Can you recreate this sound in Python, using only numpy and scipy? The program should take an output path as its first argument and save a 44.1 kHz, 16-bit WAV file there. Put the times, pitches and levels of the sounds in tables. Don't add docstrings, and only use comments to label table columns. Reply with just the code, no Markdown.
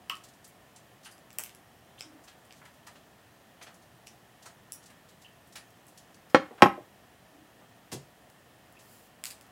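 import sys
import numpy as np
from scipy import signal
from scipy.fft import rfft, irfft
from scipy.io import wavfile
from scipy.ndimage import uniform_filter1d

SR = 44100
rng = np.random.default_rng(int(sys.argv[2]) if len(sys.argv) > 2 else 0)


def log_audio(samples):
    frames = np.atleast_2d(samples).T
    limited = np.clip(frames, -1, 1)
    pcm = np.round(limited * 32767).astype(np.int16)
    wavfile.write(sys.argv[1], SR, pcm)


def attenuation_scalar(level_db):
    decades = np.asarray(level_db, float) / 20
    return 10 ** decades


N = 419391
SPAN = 16384


def jaw_knocks():
    # (time [s], ring level [dB], clatter level [dB], clatter decay [s])
    jaw_hits = [
        (6.3456, -2.5, -8, 0.028),
    ]
    # (frequency [Hz], level [dB], t60 [s])
    jaw_modes = [(175.4, -15, 0.059), (303.6, -7, 0.11), (420, -15, .05), (530, -2.5, 0.072),
                 (795, -1, 0.023), (1135, -12, 0.063), (1340, -2.5, 0.027), (1517, -15.5, 0.073),
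                 (1860, -17, 0.046), (2180, -13.5, .04), (2500, -13, 0.014), (3130, -20.5, .03)]
    # (frequency [Hz], level [dB per Hz])
    jaw_spectrum = [(60, -51.5), (300, -27), (900, -12), (1600, -15.5), (2500, -20), (4000, -24.5),
                    (6500, -40.5), (12000, -46.5), (16000, -60)]
    return knocks(jaw_hits, jaw_modes, jaw_spectrum)


def handle_knocks():
    # (time [s], ring level [dB], clatter level [dB], clatter decay [s])
    handle_hits = [
        (6.6065, -48, -53.5, 0.036),
        (6.6212, -7, -1.5, 0.016),
        (6.6578, -20.5, -25, .03),
    ]
    # (frequency [Hz], level [dB], t60 [s])
    handle_modes = [(117.7, -0.5, 0.018), (197.6, 0.5, 0.08), (330, 3, 0.034), (395, -6, 0.056),
                    (538, 1.5, 0.073), (807.4, 6.5, 0.061), (1052.4, 7.5, 0.034), (1286, 0.5, 0.065),
                    (1617, -4, .04), (1797, -11, 0.03), (2140, -15.5, .04), (2530, -17.5, 0.031),
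                    (3118, -15.5, .03), (4230, -24, 0.024)]
    # (frequency [Hz], level [dB per Hz])
    handle_spectrum = [(60, -64.5), (300, -30), (900, -24), (1600, -14.5), (2900, -22), (3800, -32),
                       (4500, -29), (6300, -40.5), (12000, -50.5), (16000, -60.5)]
    return knocks(handle_hits, handle_modes, handle_spectrum)


def knocks(rows, modes, spectrum):
    ring, clatter = np.zeros((2, N))
    spectrum_db = read(spectrum, np.fft.rfftfreq(SPAN, 1 / SR))
    t = np.arange(SPAN) / SR
    body = np.zeros(SPAN)
    for hz, db, t60 in modes:
        decay = attenuation_scalar(db - 60 * t / np.clip(t60, .01, .07))
        body += decay * np.sin(2 * np.pi * (hz * t + rng.random()))
    body *= 1 - np.exp(-t / 0.0011)
    for s, ring_db, clatter_db, decay in rows:
        add(ring, s, attenuation_scalar(ring_db) * body)
        noise = rng.standard_normal(SPAN)
        add(clatter, s, burst(noise, clatter_db, spectrum_db, decay, rise=0.00035))
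    return ring, clatter


def steel():
    # (time [s], peak level [dB], centre frequency [Hz], reach below [octaves])
    clicks = [(0.1534, -38, 5180, 1.1), (0.169, -39, 5280, 1.6), (1.1802, -47, 4710, 1.3),
              (1.3294, -36, 12900, 2.2), (1.3855, -13, 10900, 1.17), (1.4366, -21, 9700, 0.59),
              (1.5486, -36.5, 9050, 1.5), (2.0079, -23.5, 4460, 3.2), (2.5247, -36, 4950, 4.4),
              (4.0708, -31.5, 5300, 4.7), (4.7208, -25.5, 5870, 0.72), (5.558, -30, 9020, 3),
              (5.571, -38, 5300, 2.2), (5.7049, -48, 8760, 1.2), (5.8675, -43, 9000, 0.41),
              (8.3, -42, 9560, 2.5), (8.7241, -43.5, 10920, 0.72), (9.411, -34, 9000, 3.3),
              (9.466, -50, 10200, 0.7)]
    # (time [s], peak level [dB], spread [octaves])
    taps = [
        (0.0967, -18, 2.7),
        (1.3047, -37.5, 1.43),
        (1.3857, -28.5, 0.89),
        (1.4378, -27.5, 1.8),
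        (1.4614, -32, 1.9),
        (1.494, -38, 1.5),
        (2.508, -40.5, 0.77),
    ]
    reach_above_oct, click_decay_s = 1.05, 0.01
    tap_hz, tap_decay_s = 2700, .0075
    rows = [(s, db, hz, below, reach_above_oct, click_decay_s) for s, db, hz, below in clicks]
    rows += [(s, db, tap_hz, spread, spread, tap_decay_s) for s, db, spread in taps]
    return contacts(rows, grain_db=2.5, rise_share=.004, strike=26., lag=.0005)


def offcut():
    # (time [s], peak level [dB])
    bounces = [
        (9.2387, -16.5),
        (9.2550, -17.5),
        (9.2630, -31),
        (9.2671, -24),
        (9.2886, -36),
        (9.3046, -29),
        (9.3087, -26.5),
        (9.3138, -32),
        (9.3184, -32),
        (9.3254, -38),
    ]
    hz, below_oct, above_oct, decay_s = 6480, 2.6, 1.07, 0.0069
    rows = [(s, db, hz, below_oct, above_oct, decay_s) for s, db in bounces]
    return contacts(rows, grain_db=2.5, rise_share=.004, strike=20., lag=.0006)


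def ringing():
    # (time [s], peak level [dB], frequency [Hz], decay [s])
    pings = [
        (.0972, -23, 2850, .025),
        (2.0074, -32, 5250, .006),
        (4.7215, -36, 5650, .008),
        (4.7214, -28.5, 10400, .008),
    ]
    # (time [s], peak level [dB], frequency [Hz], spread [octaves])
    rings = [(0.0968, -32.5, 1154, 0.17), (0.1034, -49, 2880, 0.077), (1.041, -56, 5000, .07),
             (1.05, -48, 2900, 0.14), (1.051, -48.5, 9430, .04), (1.116, -56, 4810, .08),
             (1.117, -59, 11400, .05), (1.978, -47, 3020, .3), (4.068, -46, 5570, .2),
             (4.729, -49, 5700, .03), (4.7292, -46, 10600, .16), (4.7294, -50, 15210, .05),
             (5.244, -48, 2840, 0.14), (5.561, -51, 10840, .04), (6.291, -62, 5110, .04),
             (6.510, -50, 776, 0.14), (8.765, -50.5, 2550, 0.18)]
    # (time [s], peak level [dB], frequency [Hz], decay [s])
    sings = [
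        (1.331, -64, 13010, .12),
        (6.635, -46, 11550, .14),
        (9.2395, -47, 12450, 0.14),
        (9.2555, -53, 14070, 0.09),
        (9.267, -51, 14335, .22),
    ]
    # (time [s], peak level [dB], frequency [Hz], spread [octaves], decay [s])
    thuds = [(0.098, -30, 1980, 0.87, .03), (6.622, -27, 125, 0.62, .07), (6.622, -14, 349, 0.45, .05),
             (6.347, -20, 2600, .8, 0.027), (2.04, -51, 291, 0.13, 0.38), (6.508, -41.5, 330, 1.2, 0.033),
             (6.776, -34.5, 460, .6, .03), (7.325, -55, 298, 0.15, 0.47), (7.9196, -43, 88.5, .7, 0.06),
             (7.919, -41, 150.4, 0.23, 0.19), (7.921, -37.5, 330, 0.77, 0.15)]
    ping_oct, sing_oct, ring_decay_s = 0.13, 0.01, .12
    snaps = [(s, db, hz, ping_oct, ping_oct, decay) for s, db, hz, decay in pings]
    rows = [(s, db, hz, spread, spread, ring_decay_s) for s, db, hz, spread in rings]
    rows += [(s, db, hz, sing_oct, sing_oct, decay) for s, db, hz, decay in sings]
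    rows += [(s, db, hz, spread, spread, decay) for s, db, hz, spread, decay in thuds]
    struck = contacts(snaps, grain_db=1.8, rise_share=0.0018, strike=30.)
    return struck + contacts(rows, grain_db=1.5, rise_share=0.014, strike=0)


def rubbing():
    # (time [s], peak level [dB], decay [s])
    slips = [(0.2354, -43, 0.065), (0.2842, -48, 0.044), (0.334, -52.5, 0.035), (1.0294, -51, 0.06),
             (1.045, -43, 0.076), (1.988, -49, 0.037), (1.996, -43, 0.013), (2.559, -51, 0.13),
             (2.8664, -41.5, 0.055), (3.622, -40.5, 0.057), (3.82, -54.5, 0.06), (4.064, -47, 0.06),
             (4.4224, -46.5, 0.065), (4.455, -41, 0.076), (4.826, -44, 0.06), (4.857, -47, 0.052),
             (5.086, -51.5, 0.055), (5.216, -50, 0.056), (5.5224, -47.5, 0.052), (5.9737, -44.5, 0.05),
             (6.143, -48.5, 0.024), (7.9163, -36, 0.05), (7.9239, -32.5, 0.068), (8.7882, -50.5, 0.093)]
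    # (time [s], peak level [dB], centre frequency [Hz])
    brushes = [(0.4425, -43, 7100), (0.4744, -47, 12500), (0.759, -43, 6400), (1.109, -47, 7710),
               (2.237, -47, 7450), (2.446, -53, 9000), (2.6507, -47.5, 7900), (2.7377, -52, 8450),
               (3.74, -51.5, 7790), (4.8994, -52, 8030), (5.4694, -56, 10200), (5.878, -50, 8940)]
    # (time [s], peak level [dB], centre frequency [Hz], spread [octaves])
    rustles = [(1.057, -43, 1640, 1.04), (1.385, -38.5, 875, 1.35), (2.275, -41, 2180, 1.57),
               (2.614, -45, 1280, 0.89), (2.651, -44.5, 1290, 1.37), (2.866, -41.5, 1230, 1.2),
               (2.953, -46, 1000, 1.9), (3.611, -40.5, 1390, 1.5), (3.665, -41, 1090, 1.57),
               (4.455, -43, 900, 1.3), (4.899, -47, 1100, 1.55), (5.554, -35.5, 2050, 1.6),
               (6.293, -43.5, 2500, 2.6), (6.578, -44, 750, 1.54), (7.609, -51.5, 620, 1.2),
               (7.916, -37, 720, 2.14)]
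    slip_hz, slip_oct = 5320, 1
    brush_below_oct, brush_above_oct, brush_decay_s = 0.93, 0.64, 0.053
    rustle_decay_s = .075
    rows = [(s, db, slip_hz, slip_oct, slip_oct, decay) for s, db, decay in slips]
    rows += [(s, db, hz, brush_below_oct, brush_above_oct, brush_decay_s) for s, db, hz in brushes]
    rows += [(s, db, hz, spread, spread, rustle_decay_s) for s, db, hz, spread in rustles]
    return contacts(rows, grain_db=2.5, rise_share=.13, strike=0)


def sleeve():
    # (time [s], level [dB])
    stroke = [
        (8.78, -83),
        (8.806, -70.5),
        (8.822, -66.5),
        (8.932, -60),
        (9.07, -66),
        (9.12, -88),
    ]
    s, db = np.transpose(stroke)
    highpass = signal.butter(2, 4500, "high", fs=SR, output="sos")
    hiss = signal.sosfilt(highpass, rng.standard_normal(N))
    return evened(hiss) * attenuation_scalar(np.interp(np.arange(N) / SR, s, db, left=-120, right=-120))


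def contacts(rows, grain_db, rise_share, strike, lag=0):
    out = np.zeros(N)
    bins_hz = np.fft.rfftfreq(SPAN, 1 / SR) + 1
    for s, db, centre, below, above, decay in rows:
        grains = rng.standard_normal(SPAN) * attenuation_scalar(grain_db * rng.exponential(1, SPAN))
        grains[1] += strike
        octaves = np.log2(bins_hz / centre)
        reach = np.maximum(np.where(octaves < 0, below, above), .005)
        hump_db = -6 * (octaves / reach) ** 2
        add(out, s + lag, burst(grains, db, hump_db, decay, rise_share * decay))
    return out


def burst(noise, db, colour_db, decay, rise):
    t = np.arange(SPAN) / SR
    swell = 1 - np.exp(-t / max(rise, 1e-5))
    shape = swell * attenuation_scalar(-60 * t / max(decay, 1e-4))
    fade_out = signal.windows.tukey(2 * SPAN, .5)[SPAN:]
    sound = coloured(noise * shape, colour_db) * fade_out
    return attenuation_scalar(db) * sound / abs(sound).max()


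def coloured(x, colour_db):
    cepstrum = irfft(np.log(attenuation_scalar(np.maximum(colour_db, -80))))
    cepstrum[1:len(x) // 2] *= 2
    cepstrum[len(x) // 2 + 1:] = 0
    return irfft(rfft(x) * np.exp(rfft(cepstrum)), len(x))


def read(points, hz):
    f, value = np.transpose(points)
    return np.interp(np.log(hz + 1), np.log(f + 1), value)


def evened(x):
    return x / np.sqrt(np.mean(x ** 2) + 1e-20)


def add(mix, s, sound):
    part = mix[round(s * SR):][:len(sound)]
    part += sound[:len(part)]


def table_top(x, db, size):
    again = np.roll(x, size)
    return x + attenuation_scalar(db) * (again + 0.25 * np.roll(again, size))


def room(x, near, tail_db):
    # (frequency [Hz], t60 [s])
    decay_times = [(100, .3), (500, 0.25), (1500, 0.3), (4000, 0.24), (9000, 0.2635), (15000, 0.14)]
    # (delay [s], level [dB])
    walls = [(.0082, -9), (.0135, -21), (.0166, -15), (.025, -22)]
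    hz, t, z = signal.stft(rng.standard_normal(SR // 2), SR, nperseg=256)
    decay = attenuation_scalar(-60 * t / read(decay_times, hz)[:, None])
    tail = signal.istft(z * decay, SR, nperseg=256)[1]
    tail *= 1 - np.exp(-(np.arange(len(tail)) / SR / .011) ** 2)
    echoes = np.zeros(2000)
    echoes[0] = 1
    for delay, db in walls:
        scatter = np.exp(-np.arange(60) / 20) * rng.standard_normal(60) * .2
        scatter[0] = 1
        add(echoes, delay, attenuation_scalar(db) * scatter)
    wet = signal.fftconvolve(x, tail * attenuation_scalar(tail_db) / np.linalg.norm(tail))
    return signal.fftconvolve(near, echoes)[:N] + wet[:N]


def air():
    # (frequency [Hz], level [dB per Hz])
    tone = [(15, -89.5), (25, -10.5), (108, -0.5), (236, -2), (277, -4.5), (344, -5.5), (405, -7),
            (545, -6.5), (714, -2), (818, -7.5), (1440, -11.5), (1790, -16.5), (2350, -14), (4140, -21),
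            (16000, -26)]
    # (frequency [Hz], width [Hz], level [dB])
    fan_bands = [(1806, 150, 8.5), (3140, 350, 3), (2360, 67, -4)]
    # (frequency [Hz], level [dB])
    hum = [(118.4, -76), (4000, -88), (12059, -92)]
    tone_db = -59
    frames, hz = N // 256 + 5, np.fft.rfftfreq(1024, 1 / SR)
    a, b, patches = rng.standard_normal((frames, 513, 3)).T
    patches = evened(uniform_filter1d(uniform_filter1d(patches, 20, 0), 30, 1))
    humps_db = sum(db * np.exp(-((hz - f) / width) ** 2) for f, width, db in fan_bands)
    z = (a + 1j * b) * attenuation_scalar((read(tone, hz) + humps_db)[:, None] + .5 * patches)
    noise = signal.istft(z, nperseg=1024, noverlap=768)[1][:N]
    t = np.arange(N) / SR
    lines = sum(np.sqrt(2) * attenuation_scalar(db) * np.sin(2 * np.pi * f * t) for f, db in hum)
    return attenuation_scalar(tone_db) * evened(noise) + lines


def scene():
    hand_lag, table_lag = 17, 18
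    jaw_ring, jaw_clatter = jaw_knocks()
    handle_ring, handle_clatter = handle_knocks()
    mono = air()
    board = jaw_ring + 0
    clatter = jaw_clatter + 0
    board += handle_ring
    clatter += handle_clatter
    mono += room(board, board, -18) + room(clatter, clatter, -17)
    hard, wire, soft = steel(), offcut(), rubbing() + ringing()
    mono += room(hard, table_top(hard, -4.5, hand_lag), -5.5)
    mono += room(soft, soft, -8)
    mono += room(wire, table_top(wire, -6.5, table_lag), -7.5)
    mono += table_top(sleeve(), -9.5, table_lag)
    return np.array([mono, mono])


def top_cut(x):
    return signal.sosfilt(signal.butter(12, 16820, fs=SR, output="sos"), x)


def record(dry):
    edge_hz = 15900
    cut = signal.sosfilt(signal.butter(2, 55, "high", fs=SR, output="sos"), dry)
    lowpass = signal.firwin(767, edge_hz, window=("kaiser", 7), fs=SR)
    cut = signal.oaconvolve(cut, lowpass[None], "same")
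    overloaded = 1.013 * np.tanh(cut / 0.92)
    loud = signal.sosfilt(signal.butter(2, 45, "high", fs=SR, output="sos"), overloaded)
    flutter = uniform_filter1d(rng.standard_normal(dry.shape), size=30)
    grit = np.diff(loud, prepend=0) * flutter * attenuation_scalar(-12.0)
    return top_cut(loud + grit)


dry = scene()
out = record(dry)
log_audio(out)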